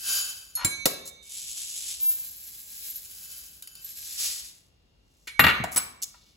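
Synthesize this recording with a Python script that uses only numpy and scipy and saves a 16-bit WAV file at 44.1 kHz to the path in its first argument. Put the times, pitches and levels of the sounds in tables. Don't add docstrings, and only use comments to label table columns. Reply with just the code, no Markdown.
import sys
import numpy as np
from scipy import signal
from scipy.fft import rfft, irfft, next_fast_len
from scipy.io import wavfile
from scipy.ndimage import map_coordinates

SR = 44100
rng = np.random.default_rng(int(sys.argv[2]) if len(sys.argv) > 2 else 0)


def pcm_store(signal):
    levels = np.round(np.clip(np.atleast_2d(signal), -1, 1) * 32767)
    wavfile.write(sys.argv[1], SR, levels.astype(np.int16).T)


N = 280828

# frequency in Hz, relative density in dB.
ROOM_SPECTRUM = [(21, -38.5), (33, -15.5), (46, -4.5), (107, -15), (198, -19.5), (471, -27.5),
                 (1700, -40.5), (2400, -38), (3500, -35.5), (15500, -51.5)]
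TIN_SPECTRUM = [(100, -5.5), (280, -15), (450, -2), (680, -3.5), (1250, 1), (2200, 4.5), (3000, -2.5),
                (4200, -6), (5600, -27), (8000, -20), (15000, -25)]
CRACK_SPECTRUM = [(200, 0), (1000, -10), (2800, -6), (6000, 1), (11000, 2), (16000, -3.5)]
POT_SPECTRUM = [(300, -40), (900, -23.5), (2000, -14.5), (4000, -0.5), (7000, -1.5), (11000, 7), (15500, 0)]
SLIDE_SPECTRUM = [(400, -33.5), (1300, -31), (2000, -23), (3000, -10.5), (5000, -9.5), (7500, -1.5),
                  (11000, -6.5), (15500, -21)]
STREAM_SPECTRUM = [(500, -20), (1200, -19), (2200, -8.5), (4000, -3), (7500, 3), (11000, 5), (15500, 3.5)]
HEAP_SPECTRUM = [(300, -25.5), (900, -25.5), (1600, -19), (2500, -10.5), (4500, -3.5), (7500, 0.5),
                 (11000, -2), (15500, -11.5)]
# frequency in Hz, t60 in seconds.
ROOM_T60_S = [(100, 0.71), (500, 0.73), (2000, 0.67), (6000, 0.43), (14000, 0.3)]
# frequency in Hz, relative level in dB, t60 in seconds.
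TIN_MODES = [(1205, 12, 0.085), (1440, 0.5, 0.3), (1525, -6.5, .33), (1740, -17.5, 0.37), (1913, 5.5, 0.16),
             (2163, -3, 0.41), (2363, -10.5, .25), (2750, 1, .22), (3210, -12.5, .35)]
SPOON_MODES = [(3670, -16.5, 0.71), (4280, -4.5, 0.94), (5330, -9, .3), (6616, -1, 0.82),
               (9000, 17.5, 0.13), (11550, 7.5, 0.282), (11720, -17.5, 0.17)]
STEEL_MODES = [(1220, -20, 0.29), (2290, -8, 0.22), (4140, -34, .25), (5110, -5, .12), (7920, 8.5, 0.057),
               (8340, -18, .15), (8500, 4.5, 0.063), (10990, 11, 0.037), (14500, 4.5, 0.09),
               (14900, 0, 0.091)]
CUP_MODES = [(1629, -45, 0.32), (2250, -43.5, 3.6), (3674, -54, 4.1), (4060, -34, 0.95), (6260, -44, 1.7),
             (7366, -29, 0.19), (8260, -32.5, 0.08), (9760, -27.5, 0.28), (11420, -43.5, 0.27),
             (11630, -37.5, 0.2), (11920, -39, 0.2), (13230, -38, 0.2), (14340, -46, 0.13),
             (14620, -44, .12)]
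POT_MODES = [(1544, -5, 0.023), (2645, -6, 0.05), (3057, 1, 0.062), (4750, -1, .05), (5400, -16, .05),
             (6387, 0.5, 0.042), (6960, 1.5, 0.099), (7950, -4, 0.047), (9760, 9, 0.056),
             (11600, -2.5, .06)]
# start in seconds, level in dB, centre in Hz, t60 in seconds.
COUNTER_KNOCKS = [(0.647, -27.5, 120, 0.097), (.858, -20.5, 410, 0.059), (0.86, -30, 160, 0.052),
                  (5.275, -36, 2480, 0.13), (5.602, -31.5, 85, 0.26), (5.639, -27, 720, 0.063),
                  (5.764, -29.5, 1330, 0.16), (6.142, -52, 1090, 0.077)]
# start in seconds, length in seconds, level in dB, centre in Hz.
SCUFFS_AND_RUSTLE = [(0.561, 0.135, -38.5, 1230), (1.046, 0.064, -41, 8600), (5.011, 0.54, -69.5, 6880),
                     (5.712, 0.047, -34.5, 9800), (6.018, .028, -27, 7320), (6.03, 0.37, -64.5, 4520)]
# start in seconds, then ring, top-mode boost, rim-mode boost and crack in dB.
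CUP_CONTACTS = [(0.647, 3.5, -3.5, 1, -20), (0.856, -5, 11.5, -5.5, -12.5), (5.272, -20, -4, 18, -42),
                (5.396, -10.5, 26, 16, -24), (5.639, -25.5, -9, 1, -31.5)]
# start in seconds, relative level in dB.
SPOON_CONTACTS = [(.553, -34)]
STEEL_CONTACTS = [(5.761, -30.5), (5.769, -31.5), (5.777, -32)]
LIP_CONTACTS = [(2.9, -33), (2.958, -34), (3.846, -34.5)]
STRAY_GRAINS = [(3.624, -44.5), (3.674, -47), (3.753, -49)]
# peak time in seconds, drain time in seconds,
# level on ceramic in dB, level on oats in dB.
CUP_TIPS = [(0.098, 0.44, -25, -31.5), (4.217, 0.38, -49, -27)]
# time in seconds, relative level in dB.
STREAM_DB = [(2.03, -46), (2.082, -52), (2.122, -43), (2.218, -49), (2.668, -51.5), (2.826, -43),
             (3.054, -49.5), (3.354, -49.5), (3.61, -57.5)]
# frequency in Hz, side gain in dB.
SIDE_DB = [(60, -13), (150, -11), (500, 0), (5500, 2), (6800, -14.5)]
# frequency in Hz, left-right phase in half turns.
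PHASE_HALF_TURNS = [(7200, 0), (8850, 1), (9400, 1), (10650, 2), (11550, 2), (12900, 3), (13700, 3),
                    (14800, 4)]
# frequency in Hz, left boost and equal right cut in dB.
LEAN_DB = [(400, 0.48), (1300, 0.29), (4500, 1), (8000, 0.13)]

DROP_S, DROP_DB = 5.394, -6.5
BOUNCE_S, BOUNCE_SHRINK, BOUNCE_LOSS_DB = 0.046, 0.585, 2.65
CHATTER_S, CHATTER_LOSS_DB = 0.009, 1
TRICKLE_S, TRICKLE_DB_PER_S = 0.43, 43
SURGE_S, SURGE_DB = 0.066, 11
SLUMP_S, SLUMP_DB = 0.1, 6
DRAIN_DB, DRAIN_POWER = 29, 2.03
SLIDE_S, LIP_S, LAND_S, FULL_S = 1.212, 1.933, 1.995, 2.99


def amp(db):
    return 10 ** (np.asarray(db) / 20)


def unit_rms(x):
    return x / np.sqrt(np.mean(x ** 2) + 1e-20)


def log_interp(points, hz):
    knots_hz, values = np.transpose(points)
    return np.interp(np.log(hz + 1), np.log(knots_hz + 1), values)


def add(track, start_s, sound):
    part = track[round(start_s * SR):][:len(sound)]
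    part += sound[:len(part)]


def swell(start_s, rise_s, end_s, fall_db_per_s):
    t = np.arange(N) / SR
    build = 1 - np.exp(-np.maximum(t - start_s, 0) / rise_s)
    return build * amp(-fall_db_per_s * np.maximum(t - end_s, 0))


def noise(spectrum, size=SR):
    shape = amp(log_interp(spectrum, np.fft.rfftfreq(size, 1 / SR)))
    return unit_rms(irfft(rfft(rng.standard_normal(size)) * shape, size))


def hump(hz, skirt_db=-20):
    return [(hz / 10, -45), (hz / 3, skirt_db), (hz * 0.84, 0), (hz * 0.95, 0),
            (hz * 5.2, skirt_db), (hz * 10, -70)]


def burst(spectrum, t60_s):
    return noise(spectrum) * amp(-60 * np.arange(SR) / SR / t60_s)


def click(spectrum, size=2048):
    cepstrum = irfft(np.log(amp(log_interp(spectrum, np.fft.rfftfreq(size, 1 / SR)))))
    fold = np.r_[1, np.full(size // 2 - 1, 2), np.zeros(size // 2)]
    pulse = irfft(np.exp(rfft(cepstrum * fold)))
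    return pulse / np.linalg.norm(pulse)


def ring(modes, top_db=0, damping_db_per_s=0, scatter_db=2.5, top_hz=10500, split_hz=6, twin_gain=1.0):
    t = np.arange(SR + SR // 2) / SR
    out = np.zeros(len(t))
    for hz, db, t60_s in modes:
        twin_hz = hz + split_hz * rng.uniform(.5, 1)
        pair = np.sin(2 * np.pi * hz * t) + twin_gain * np.sin(2 * np.pi * twin_hz * t)
        level_db = db + top_db * (hz > top_hz) + scatter_db * rng.standard_normal()
        out += rng.choice([-1, 1]) * amp(level_db - (60 / t60_s + damping_db_per_s) * t) * pair
    return out


def struck(hits, modes, spectrum, ring_db, crack_db, crack_t60_s):
    out = np.zeros(N)
    for start_s, db in hits:
        add(out, start_s, amp(db + ring_db) * ring(modes))
        add(out, start_s, amp(db + crack_db) * burst(spectrum, crack_t60_s))
    return out


def patter(gain, response, peak_per_s, spread_db):
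    chance = np.clip(peak_per_s / SR * np.sqrt(gain / gain.max()), 1e-5, 1)
    sizes = unit_rms(amp(spread_db * np.clip(rng.standard_normal(N), -2, 2))) * rng.choice([-1, 1], N)
    blows = (rng.random(N) < chance) * sizes * gain / np.sqrt(chance)
    return signal.fftconvolve(blows, response / np.linalg.norm(response))[:N]


def background(rumble_db=-62, whine_hz=2795, whine_db=-80):
    air = np.array([noise(ROOM_SPECTRUM, N), noise(ROOM_SPECTRUM, N)])
    return amp(rumble_db) * air + amp(whine_db) * np.sin(2 * np.pi * whine_hz * np.arange(N) / SR)


def kitchen(x, near_db, tail_db, near_t60_s=0.022, size=SR * 3 // 4):
    hz, t, bands = signal.stft(rng.standard_normal((2, size)), SR, nperseg=256)
    decay = amp(-60 * t / log_interp(ROOM_T60_S, hz)[:, None])
    tail = signal.istft(bands * decay, SR, nperseg=256)[1][:, :size]
    age_s = np.arange(size) / SR
    near = rng.standard_normal((2, size)) * amp(-60 * age_s / near_t60_s) * (age_s > .001)
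    echoes = amp(near_db) * near / np.linalg.norm(near[0]) + amp(tail_db) * tail / np.linalg.norm(tail[0])
    return x + signal.fftconvolve(x[None], echoes, axes=1)[:, :N]


def handling(rise_s=0.00024, thud_db=-17, thud_hz=100, thud_t60_s=0.19, thud_lag_s=0.0067):
    out = np.zeros(N)
    attack = 1 - np.exp(-np.arange(SR) / SR / rise_s)
    thuds = [(s + thud_lag_s, db + thud_db, thud_hz, thud_t60_s) for s, db in tin_bounces()[:2]]
    for start_s, db, hz, t60_s in COUNTER_KNOCKS + thuds:
        add(out, start_s, amp(db) * burst(hump(hz), t60_s) * attack)
    for start_s, length_s, db, hz in SCUFFS_AND_RUSTLE:
        stroke = np.sin(np.pi * np.clip((np.arange(N) / SR - start_s) / length_s, 0, 1))
        out += patter(amp(db) * stroke, click(hump(hz)), peak_per_s=5300, spread_db=10.0)
    return out


def tin_bounces(count=7):
    steps = np.arange(count)
    flights_s = np.maximum(BOUNCE_S * BOUNCE_SHRINK ** steps, CHATTER_S)
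    return list(zip(DROP_S + np.cumsum(flights_s) - flights_s, DROP_DB - BOUNCE_LOSS_DB * steps))


def rocking_tin(slap_lag_s=0.0085, slap_db=-8, chatter_db=-7, chatter_count=11):
    hops = tin_bounces()
    slaps = [(s + slap_lag_s, db + slap_db) for s, db in hops[:2]]
    last_s, last_db = hops[-1]
    steps = np.arange(1, chatter_count + 1)
    times_s = last_s + CHATTER_S * (steps + rng.uniform(-0.25, 0.25, chatter_count))
    chatter = list(zip(times_s, last_db + chatter_db - CHATTER_LOSS_DB * steps))
    hits = hops + slaps + chatter
    return struck(hits, TIN_MODES, TIN_SPECTRUM, ring_db=-28, crack_db=-1, crack_t60_s=0.048)


def spoon():
    return struck(SPOON_CONTACTS, SPOON_MODES, CRACK_SPECTRUM,
                  ring_db=-10.5, crack_db=-13, crack_t60_s=0.099)


def small_steel():
    return struck(STEEL_CONTACTS, STEEL_MODES, CRACK_SPECTRUM,
                  ring_db=-6, crack_db=8.5, crack_t60_s=0.049)


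def cup_clinks(crack_t60_s=0.049, rest_s=6.5, mute_s=0.006):
    out = np.zeros(N)
    ends_s = [row[0] for row in CUP_CONTACTS[1:]] + [rest_s]
    for (start_s, ring_db, top_db, rim_db, crack_db), end_s in zip(CUP_CONTACTS, ends_s):
        modes = [(hz, db + rim_db * (2000 < hz < 2500), t60_s) for hz, db, t60_s in CUP_MODES]
        tone = amp(ring_db) * ring(modes, top_db, split_hz=13, twin_gain=0.5)
        muted = np.clip((np.arange(len(tone)) / SR - (end_s - start_s)) / mute_s, 0, 1)
        add(out, start_s, tone * (1 - muted))
        add(out, start_s, amp(crack_db) * burst(CRACK_SPECTRUM, crack_t60_s))
    return out


def lip_taps():
    out = np.zeros(N)
    for start_s, db in LIP_CONTACTS:
        add(out, start_s, amp(db) * ring(CUP_MODES, top_db=30.5, damping_db_per_s=340))
    return out


def stray_grains():
    return struck(STRAY_GRAINS, POT_MODES, POT_SPECTRUM, ring_db=-17.5, crack_db=12.5, crack_t60_s=0.023)


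def stream_flow(fade_s=0.03):
    times_s, levels_db = np.transpose(STREAM_DB)
    t = np.arange(N) / SR
    inside_s = np.minimum(t - times_s[0], times_s[-1] - t)
    gate = np.sqrt(np.clip(inside_s / fade_s + .5, 0, 1))
    return gate * amp(np.interp(t, times_s, levels_db))


def overflow(spill_db=-2, build_s=0.1, skitter_db=-3):
    share = 1 - np.exp(-np.maximum(np.arange(N) / SR - FULL_S, 0) / build_s)
    skitter = sum(amp(db + skitter_db) * swell(s, 0.0024, s, fall_db_per_s=130) for s, db in STRAY_GRAINS)
    return amp(spill_db) * share * stream_flow() + skitter


def tipping(onset_s=0.055, hardness=0.42):
    on_pot, on_heap, over_wall = np.zeros((3, N))
    for peak_s, drain_s, pot_db, heap_db in CUP_TIPS:
        age_s = np.arange(N) / SR - peak_s
        trickle_db = TRICKLE_DB_PER_S * (age_s + SURGE_S) - SURGE_DB
        rise_db = np.minimum(np.maximum(trickle_db, SURGE_DB * age_s / SURGE_S), 0)
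        after_s = np.maximum(age_s, 0)
        slump_db = SLUMP_DB * (1 - np.exp(-after_s / SLUMP_S))
        drain_db = DRAIN_DB * (after_s / drain_s) ** DRAIN_POWER
        flow = amp(rise_db - slump_db - drain_db) * np.clip((age_s + TRICKLE_S) / onset_s, 0, 1)
        on_pot += amp(pot_db + hardness * rise_db) * flow
        on_heap += amp(heap_db) * flow
        over_wall += swell(peak_s - TRICKLE_S, onset_s, peak_s - SURGE_S, fall_db_per_s=251.5)
    return on_pot, on_heap, over_wall


def oats_on_cup(over_wall, bottom_hz=13230, bottom_t60_s=0.068, bottom_db=-23, bare_s=0.1,
                wall_db=3, trickle_db=-44):
    on_bottom = amp(bottom_db) * swell(LAND_S, 0.032, LAND_S + bare_s, fall_db_per_s=125)
    filling = amp(wall_db) * stream_flow() * swell(LAND_S, 0.038, LAND_S, fall_db_per_s=5)
    on_wall = filling + amp(trickle_db) * over_wall
    bottom = patter(on_bottom, ring([(bottom_hz, 0, bottom_t60_s)]), peak_per_s=7700, spread_db=-0.5)
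    wall_tone = ring(CUP_MODES, top_db=16, damping_db_per_s=460)
    return bottom + patter(on_wall, wall_tone, peak_per_s=1500, spread_db=5.5)


def oats_on_oats(on_heap, slide_db=-36, stream_db=5.5):
    sliding = amp(slide_db) * swell(SLIDE_S, 0.22, LIP_S, fall_db_per_s=73)
    slide = patter(sliding, click(SLIDE_SPECTRUM), peak_per_s=5200, spread_db=5.0)
    stream = patter(amp(stream_db) * stream_flow(), click(STREAM_SPECTRUM), peak_per_s=5000, spread_db=2.5)
    heap = patter(on_heap, click(HEAP_SPECTRUM), peak_per_s=12000, spread_db=3.0)
    return slide + stream + heap


def oats_on_pot(on_pot, ring_db=1):
    tone = ring(POT_MODES)
    response = amp(ring_db) * tone / np.linalg.norm(tone)
    add(response, 0, click(POT_SPECTRUM))
    return patter(on_pot + overflow(), response, peak_per_s=18000, spread_db=2.0)


def oats(clump_db=1.92, clumps_per_s=35):
    position = np.arange(N) * clumps_per_s / SR
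    clumps = map_coordinates(rng.standard_normal(int(position[-1]) + 2), [position])
    on_pot, on_heap, over_wall = tipping()
    return amp(clump_db * clumps) * (oats_on_pot(on_pot) + oats_on_oats(on_heap) + oats_on_cup(over_wall))


def scene(scatter_db=-5):
    grain = kitchen(oats(), near_db=-17, tail_db=-6)
    grain += amp(scatter_db) * oats() * np.array([[1], [-1]])
    clinks = stray_grains() + spoon() + small_steel()
    tin = rocking_tin()
    utensils = kitchen(cup_clinks() + lip_taps() + clinks, near_db=-3, tail_db=-5)
    tin_and_handling = kitchen(tin + handling(), near_db=-2.5, tail_db=-7.5)
    return grain + utensils + tin_and_handling + background()


def record(dry, low_cut_hz=42, high_cut_hz=15800):
    size = next_fast_len(N + SR // 2)
    hz = np.fft.rfftfreq(size, 1 / SR)
    left, right = rfft(dry, size)
    mid = (left + right) / 2
    side = (left - right) / 2 * amp(log_interp(SIDE_DB, hz))
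    turn = np.exp(-1j * np.pi / 2 * np.interp(hz, *np.transpose(PHASE_HALF_TURNS)))
    lean = amp(log_interp(LEAN_DB, hz))
    pair = np.array([(mid + side) * turn * lean, (mid - side) / turn / lean])
    band = 1 / np.sqrt((1 + (low_cut_hz / (hz + 1)) ** 10) * (1 + (hz / high_cut_hz) ** 300))
    return irfft(pair * band, size)[:, :N]


dry = scene()
out = record(dry)
pcm_store(out)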